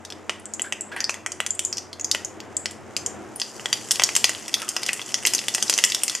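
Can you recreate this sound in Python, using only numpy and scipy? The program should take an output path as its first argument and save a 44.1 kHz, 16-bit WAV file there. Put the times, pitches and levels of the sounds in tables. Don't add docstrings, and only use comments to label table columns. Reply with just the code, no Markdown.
import sys
import numpy as np
from scipy import signal
from scipy.fft import rfft, irfft, next_fast_len
from scipy.io import wavfile
from scipy.ndimage import map_coordinates

SR = 44100
rng = np.random.default_rng(int(sys.argv[2]) if len(sys.argv) > 2 else 0)


def transcribe(u):
    v = np.clip(np.atleast_2d(u).T, -1, 1)
    q = np.round(v * 32767).astype(np.int16)
    wavfile.write(sys.argv[1], SR, q)


N = 273420
FOAM_S = 3.7

# (time [s], burner roar [dB], oil fizz [dB])
STOVE_LEVELS = [(0, -44, -61), (1.7, -44.5, -61), (2.4, -43.5, -58), (3.35, -40, -55.5),
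                (3.42, -43.5, -45.5), (3.9, -39.5, -42.5), (4.25, -41.5, -41), (4.5, -45.5, -49),
                (5.2, -41.5, -44), (5.8, -42.5, -35), (6.2, -46.5, -45)]
# (frequency [Hz], likeness [0-1])
ROAR_LIKENESS = [(40, 0.083), (90, 0.15), (150, 0.055), (300, 0.59), (600, 0.83), (1500, 0.89)]
# (frequency [Hz], likeness [0-1])
WALLS_LIKENESS = [(500, 0.96), (3000, 1), (6000, 0.84), (12000, 0.29)]


def amp(db):
    return 10 ** (np.asarray(db) / 20)


def unit(x):
    return x / np.sqrt(np.mean(x ** 2, axis=-1, keepdims=True) + 1e-20)


def along(points, hz):
    point_hz, value = np.transpose(points)
    return np.interp(np.log(hz + 1), np.log(point_hz + 1), value)


def curves(rows):
    time_s, *columns = np.transpose(rows)
    return [np.interp(np.arange(N) / SR, time_s, column) for column in columns]


def wobble(knots_per_s):
    knots = rng.standard_normal(int(N * knots_per_s / SR) + 4)
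    return map_coordinates(knots, [np.arange(N) * knots_per_s / SR])


def filtered(x, response):
    size = next_fast_len(x.shape[-1] + SR // 8)
    spectrum = rfft(x, size) * response(np.fft.rfftfreq(size, 1 / SR))
    return irfft(spectrum, size)[..., :x.shape[-1]]


def resonance(f, hz, width_hz):
    return 1j * f * width_hz / (hz * hz - f * f + 1j * f * width_hz)


def spread(pair, likeness):
    def mid_side_gains(hz):
        angle = np.arccos(np.clip(along(likeness, hz), -1, 1)) / 2
        return np.array([np.cos(angle), np.sin(angle)])

    mid, side = filtered(pair, mid_side_gains)
    return np.array([mid + side, mid - side])


def placed(times_s, shapes):
    at = np.round(times_s * SR).astype(int)[:, None] + np.arange(shapes.shape[1])
    return np.bincount(at.ravel(), shapes.ravel(), N + SR)[:N]


def rush(spectrum, likeness, modes=()):
    def colour(f):
        ringing = 1 + sum(amp(db) * resonance(f, hz, width_hz) for hz, width_hz, db in modes)
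        return amp(along(spectrum, f)) * ringing

    return unit(filtered(spread(rng.standard_normal((2, N)), likeness), colour))


def burner_roar():
    # (frequency [Hz], level [dB per Hz])
    spectrum = [(25, -25), (150, -11.5), (260, -4), (371, -1.5), (532, -4.5), (716, -4), (1050, -9),
                (1900, -13.5), (4000, -29), (5200, -74)]
    # (frequency [Hz], width [Hz], level [dB])
    air_modes = [(214.5, 14.3, 8.5), (314.4, 7.6, 5), (365, 7.7, 3)]
    level_db = curves(STOVE_LEVELS)[0] + 1.3 * wobble(6.6)
    return amp(level_db) * rush(spectrum, ROAR_LIKENESS, air_modes)


def rumble():
    # (frequency [Hz], level [dB per Hz])
    spectrum = [(20, -50), (70, -2), (115, 9), (140, 9.5), (200, -48)]
    # (time [s], level [dB])
    levels = [(0, -60), (2.4, -57), (3.3, -50.5), (3.45, -57.5), (4.25, -49), (4.55, -56), (5.8, -55),
              (6.2, -61)]
    level_db = curves(levels)[0] + 1.8 * wobble(3.3)
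    return amp(level_db) * rush(spectrum, ROAR_LIKENESS)


def hum():
    # (time [s], level [dB])
    levels = [(0, -54.5), (.7, -61), (2, -54.5), (3.25, -57.5), (3.4, -98)]
    level_db = curves(levels)[0] + 0.45 * wobble(3.9)
    pitch_hz = 91.4 + 0.53 * wobble(3.3)
    return np.sqrt(2) * amp(level_db) * np.sin(2 * np.pi * np.cumsum(pitch_hz) / SR)


def oil_fizz():
    # (frequency [Hz], level [dB per Hz])
    spectrum = [(1760, -22), (3000, -6), (3800, -16), (4600, -4.5), (7000, 0), (10100, -11), (12700, -18),
                (14400, -29), (15500, -60)]
    grain = amp(1.1 * wobble(11) + 2.4 * wobble(310))
    return amp(curves(STOVE_LEVELS)[1]) * unit(grain * rush(spectrum, WALLS_LIKENESS))


def stove():
    return burner_roar() + rumble() + hum() + oil_fizz()


def knocks():
    # (time [s], level [dB], pitch [Hz], ring t60 [s])
    table = [(0.641, -34, 1610, 0.28), (0.916, -31.5, 1670, 0.27), (.962, -26, 1795, 0.31),
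             (4.567, -40, 1400, 0.79), (4.621, -35, 1330, 0.33)]
    time_s, level_db, hz, t60_s = (column[:, None] for column in np.transpose(table))
    t = np.arange(SR // 4) / SR
    noise = rng.standard_normal((len(time_s), len(t)))
    thud = unit(filtered(noise, lambda f: resonance(f, 1340, 1100) ** 2))
    thud *= amp(7 - 60 * t / 0.02)
    ring = unit(filtered(
        noise, lambda f: resonance(f, hz, 170) + amp(-26) * resonance(f, 1.44 * hz, 470)))
    ring *= amp(-60 * t / t60_s)
    onset = 1 - np.exp(-t / 0.0012)
    return placed(time_s[:, 0], amp(level_db) * onset * (ring + thud))


def bursts(table):
    # (low minus high [dB], width before foam [Hz])
    high_widths = [(-24.5, 830), (-13.5, 2050)]
    foam_widening = 1.41
    time_s, low_db, high_hz, high_db = (column[:, None] for column in np.transpose(table))
    low_hz = 2946 * np.exp(0.061 * rng.standard_normal((len(time_s), 1)))
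    width_hz = np.interp(low_db - high_db, *np.transpose(high_widths))
    width_hz = width_hz * np.where(time_s > FOAM_S, foam_widening, 1)

    t = np.arange(1024) / SR
    snap, puff = rng.standard_normal((2, len(time_s), len(t)))
    snap *= amp(-60 * t / 0.008)
    puff *= amp(-60 * t / 0.011)
    snap[:, 4:12] += 2.5 * np.hanning(8)
    puff[:, 6] += 3

    def low_response(f):
        thump = resonance(f, 1244, 4200) ** 2
        return thump * (1 + amp(11) * resonance(f, low_hz, 560))

    def high_response(f):
        pocket = resonance(f, high_hz, 1.45 * width_hz) ** 2
        return pocket + amp(-22) * resonance(f, 6500, 2700)

    low = amp(low_db) * unit(filtered(snap, low_response))
    high = amp(high_db) * unit(filtered(puff, high_response))
    return placed(time_s[:, 0], (low + high) / 2)


def spatter(count):
    u = rng.random((count, 4))
    time_s = FOAM_S + (N / SR - FOAM_S) * u[:, 0] ** .8
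    high_db = -44 - 4 * np.log(u[:, 3] + 0.069)
    low_db = high_db - 14 * u[:, 1]
    high_hz = 4800 + 3500 * u[:, 2]
    return np.transpose([time_s, low_db, high_hz, high_db])


def seeds():
    # (time [s], low pocket [dB], high pocket pitch [Hz], high pocket [dB])
    pops = [(0.0501, -41.5, 5400, -29.5), (0.1025, -40, 5740, -32), (0.123, -36, 4900, -33.5),
            (0.2952, -17.5, 7400, -25.5), (0.398, -54, 9000, -40), (0.4556, -49, 7500, -28),
            (0.5365, -60, 7140, -20), (0.5955, -26, 6600, -31), (0.6187, -40, 7620, -17.5),
            (0.7238, -20.5, 7400, -23), (0.8088, -60, 7500, -19.5), (0.9637, -45, 9500, -33.5),
            (1.0045, -29, 6000, -19.5), (1.0421, -46, 5230, -16.5), (1.0943, -18, 6510, -22),
            (1.1065, -42, 6300, -26), (1.142, -33, 6900, -30.5), (1.2622, -23.5, 7100, -23),
            (1.3193, -36, 6760, -24), (1.4027, -18.5, 7300, -23.5), (1.4637, -27, 7300, -18.5),
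            (1.5056, -41, 7160, -15), (1.5502, -57, 8500, -31), (1.5928, -23.5, 7400, -16.5),
            (1.6385, -57, 7720, -35), (1.6493, -59, 7270, -13.5), (1.7274, -31.5, 4950, -18.5),
            (1.7706, -40, 6130, -23.5), (1.7815, -37, 4950, -22), (1.9299, -36, 4600, -28),
            (1.997, -38.5, 6340, -28.5), (2.0105, -53, 6840, -22), (2.045, -41.5, 6270, -16.5),
            (2.1137, -30.5, 5460, -11.5), (2.1483, -19, 7450, -24.5), (2.2476, -45, 6860, -21),
            (2.4028, -38, 4630, -34), (2.5672, -58, 7280, -15), (2.6576, -22.5, 6200, -21),
            (2.7102, -42, 8200, -31.5), (2.9654, -24.5, 6500, -17), (3.062, -37, 6760, -17),
            (3.3595, -55, 9600, -24.5), (3.3988, -32.5, 6600, -22.5), (3.4164, -25, 4540, -17),
            (3.5961, -34.5, 6300, -38), (3.6575, -21, 6900, -25), (3.7285, -18, 5200, -13.5),
            (3.9092, -20, 4740, -9.5), (3.9157, -24, 7760, -12.5), (3.9574, -31, 5300, -23),
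            (3.9967, -15.5, 5140, -17.5), (4.0199, -18, 6800, -24), (4.0364, -24.5, 5700, -6.5),
            (4.0903, -22, 5790, -25), (4.1526, -24, 5800, -13.5), (4.1639, -18, 6950, -9),
            (4.2425, -14.5, 5160, -8), (4.2527, -48, 6060, -19), (4.2939, -23, 6500, -17.5),
            (4.349, -32, 5440, -32), (4.4808, -35, 6400, -26.5), (4.5408, -26, 4370, -11.5),
            (4.6184, -31, 5640, -25.5), (4.6895, -35.5, 7200, -16.5), (4.7652, -20.5, 5550, -18),
            (4.8324, -27.5, 5000, -21), (4.8637, -31.5, 5900, -20.5), (4.887, -28, 6000, -23),
            (4.891, -17, 5390, -36), (4.9315, -28.5, 7600, -17.5), (4.9944, -27, 5990, -51),
            (5.016, -33.5, 4680, -29.5), (5.062, -50, 7000, -31), (5.1422, -19.5, 5930, -12.5),
            (5.2519, -16.5, 5100, -14), (5.2638, -25, 9000, -13), (5.2704, -19, 6100, -10.5),
            (5.336, -25.5, 6900, -14), (5.3491, -27, 6650, -13), (5.3813, -42, 4800, -22.5),
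            (5.3904, -29, 4560, -22), (5.4832, -19, 4950, -16), (5.5405, -54, 5670, -21),
            (5.5483, -21, 6500, -12), (5.5812, -25.5, 5330, -29), (5.6256, -24, 6300, -13.5),
            (5.6806, -54, 5140, -25), (5.6969, -19, 6100, -9), (5.7281, -25, 5360, -21),
            (5.7383, -33, 5660, -14.5), (5.778, -26, 6840, -14.5), (5.7873, -16.5, 6500, -15.5),
            (5.8387, -12.5, 5370, -7.5), (5.8488, -55, 7850, -12), (5.9001, -36, 5490, -23),
            (5.9207, -32, 4340, -18), (5.9473, -24.5, 5400, -13.5), (6.0343, -25, 8100, -12),
            (6.0805, -24, 5030, -16), (6.0971, -30.5, 5900, -19.5), (6.1507, -28.5, 5900, -18)]
    # (frequency [Hz], width [Hz], level over the direct sound [dB])
    modes = [(1967, 110, 5.5), (2610, 38, -14.5), (3422, 67, -7.5), (5000, 210, -8.5), (6510, 62, -24)]
    dry_bursts = bursts(pops) + bursts(spatter(count=380))
    return filtered(
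        dry_bursts, lambda f: 1 + sum(amp(db) * resonance(f, hz, width_hz) for hz, width_hz, db in modes))


def kitchen(x, bowl_db, walls_db, parts):
    # (frequency [Hz], t60 [s])
    decay = [(1000, 0.47), (6000, 0.29), (12000, 0.32)]
    # (delay [s], level [dB], strongest frequency [Hz])
    echoes = [(.01, -15.5, 6600), (0.0148, -44, 1920)]
    out = np.zeros((2, N))
    t = np.arange(SR // 2) / SR
    which = np.arange(N) // 1500 % parts
    for k in range(parts):
        hz, frame_s, z = signal.stft(rng.standard_normal((2, len(t))), SR, nperseg=256)
        z = z * amp(-60 * frame_s / along(decay, hz)[:, None])
        walls = signal.istft(z, SR, nperseg=256)[1][:, :len(t)]
        walls = amp(walls_db) * unit(walls) * (1 - np.exp(-(t / 0.017) ** 2))
        bowl = amp(bowl_db) * unit(rng.standard_normal((2, len(t))) * amp(-60 * t / 0.058))

        tail = filtered(spread(walls + bowl, WALLS_LIKENESS),
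                        lambda f: amp(along([(3000, -2.46), (5000, 1)], f)))
        tail = tail / np.sqrt(len(t))
        for delay_s, db, echo_hz in echoes:
            click = amp(db + rng.normal(0, 2.5, (2, 1))) * (np.arange(len(t)) == round(delay_s * SR))
            tail = tail + filtered(click, lambda f: resonance(f, echo_hz, 2.4 * echo_hz))

        lag_samples = 0.15 * (-1) ** k * np.array([[1], [-1]])
        tail[:, :17] += np.sinc(np.arange(-8, 9) - lag_samples) * np.hanning(19)[1:-1]
        out += signal.fftconvolve((x * (which == k))[None], tail, axes=1)[:, :N]
    return out


def scene():
    # (frequency [Hz], gain [dB])
    pan_colour = [(200, -3), (800, -3.5), (3400, -2), (4000, -7), (4700, -4), (9000, -5), (12000, -6.5),
                  (14500, -16.5), (16000, -47)]
    # (frequency [Hz], left over right [dB])
    balance = [(200, 1.6), (1800, 0), (8000, 1), (15000, 0.5)]
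    pan = kitchen(seeds() + knocks(), bowl_db=-2.5, walls_db=-6.5, parts=8)
    both = filtered(pan, lambda hz: amp(along(pan_colour, hz))) + stove()
    return filtered(both, lambda hz: amp(along(balance, hz) * np.array([[.5], [-.5]])))


def record(dry):
    ceiling, top_hz = 1.05, 16400
    capped = dry / (1 + np.abs(dry / ceiling) ** 8) ** (1 / 8)
    return filtered(capped, lambda hz: hz < top_hz)


dry = scene()
out = record(dry)
transcribe(out)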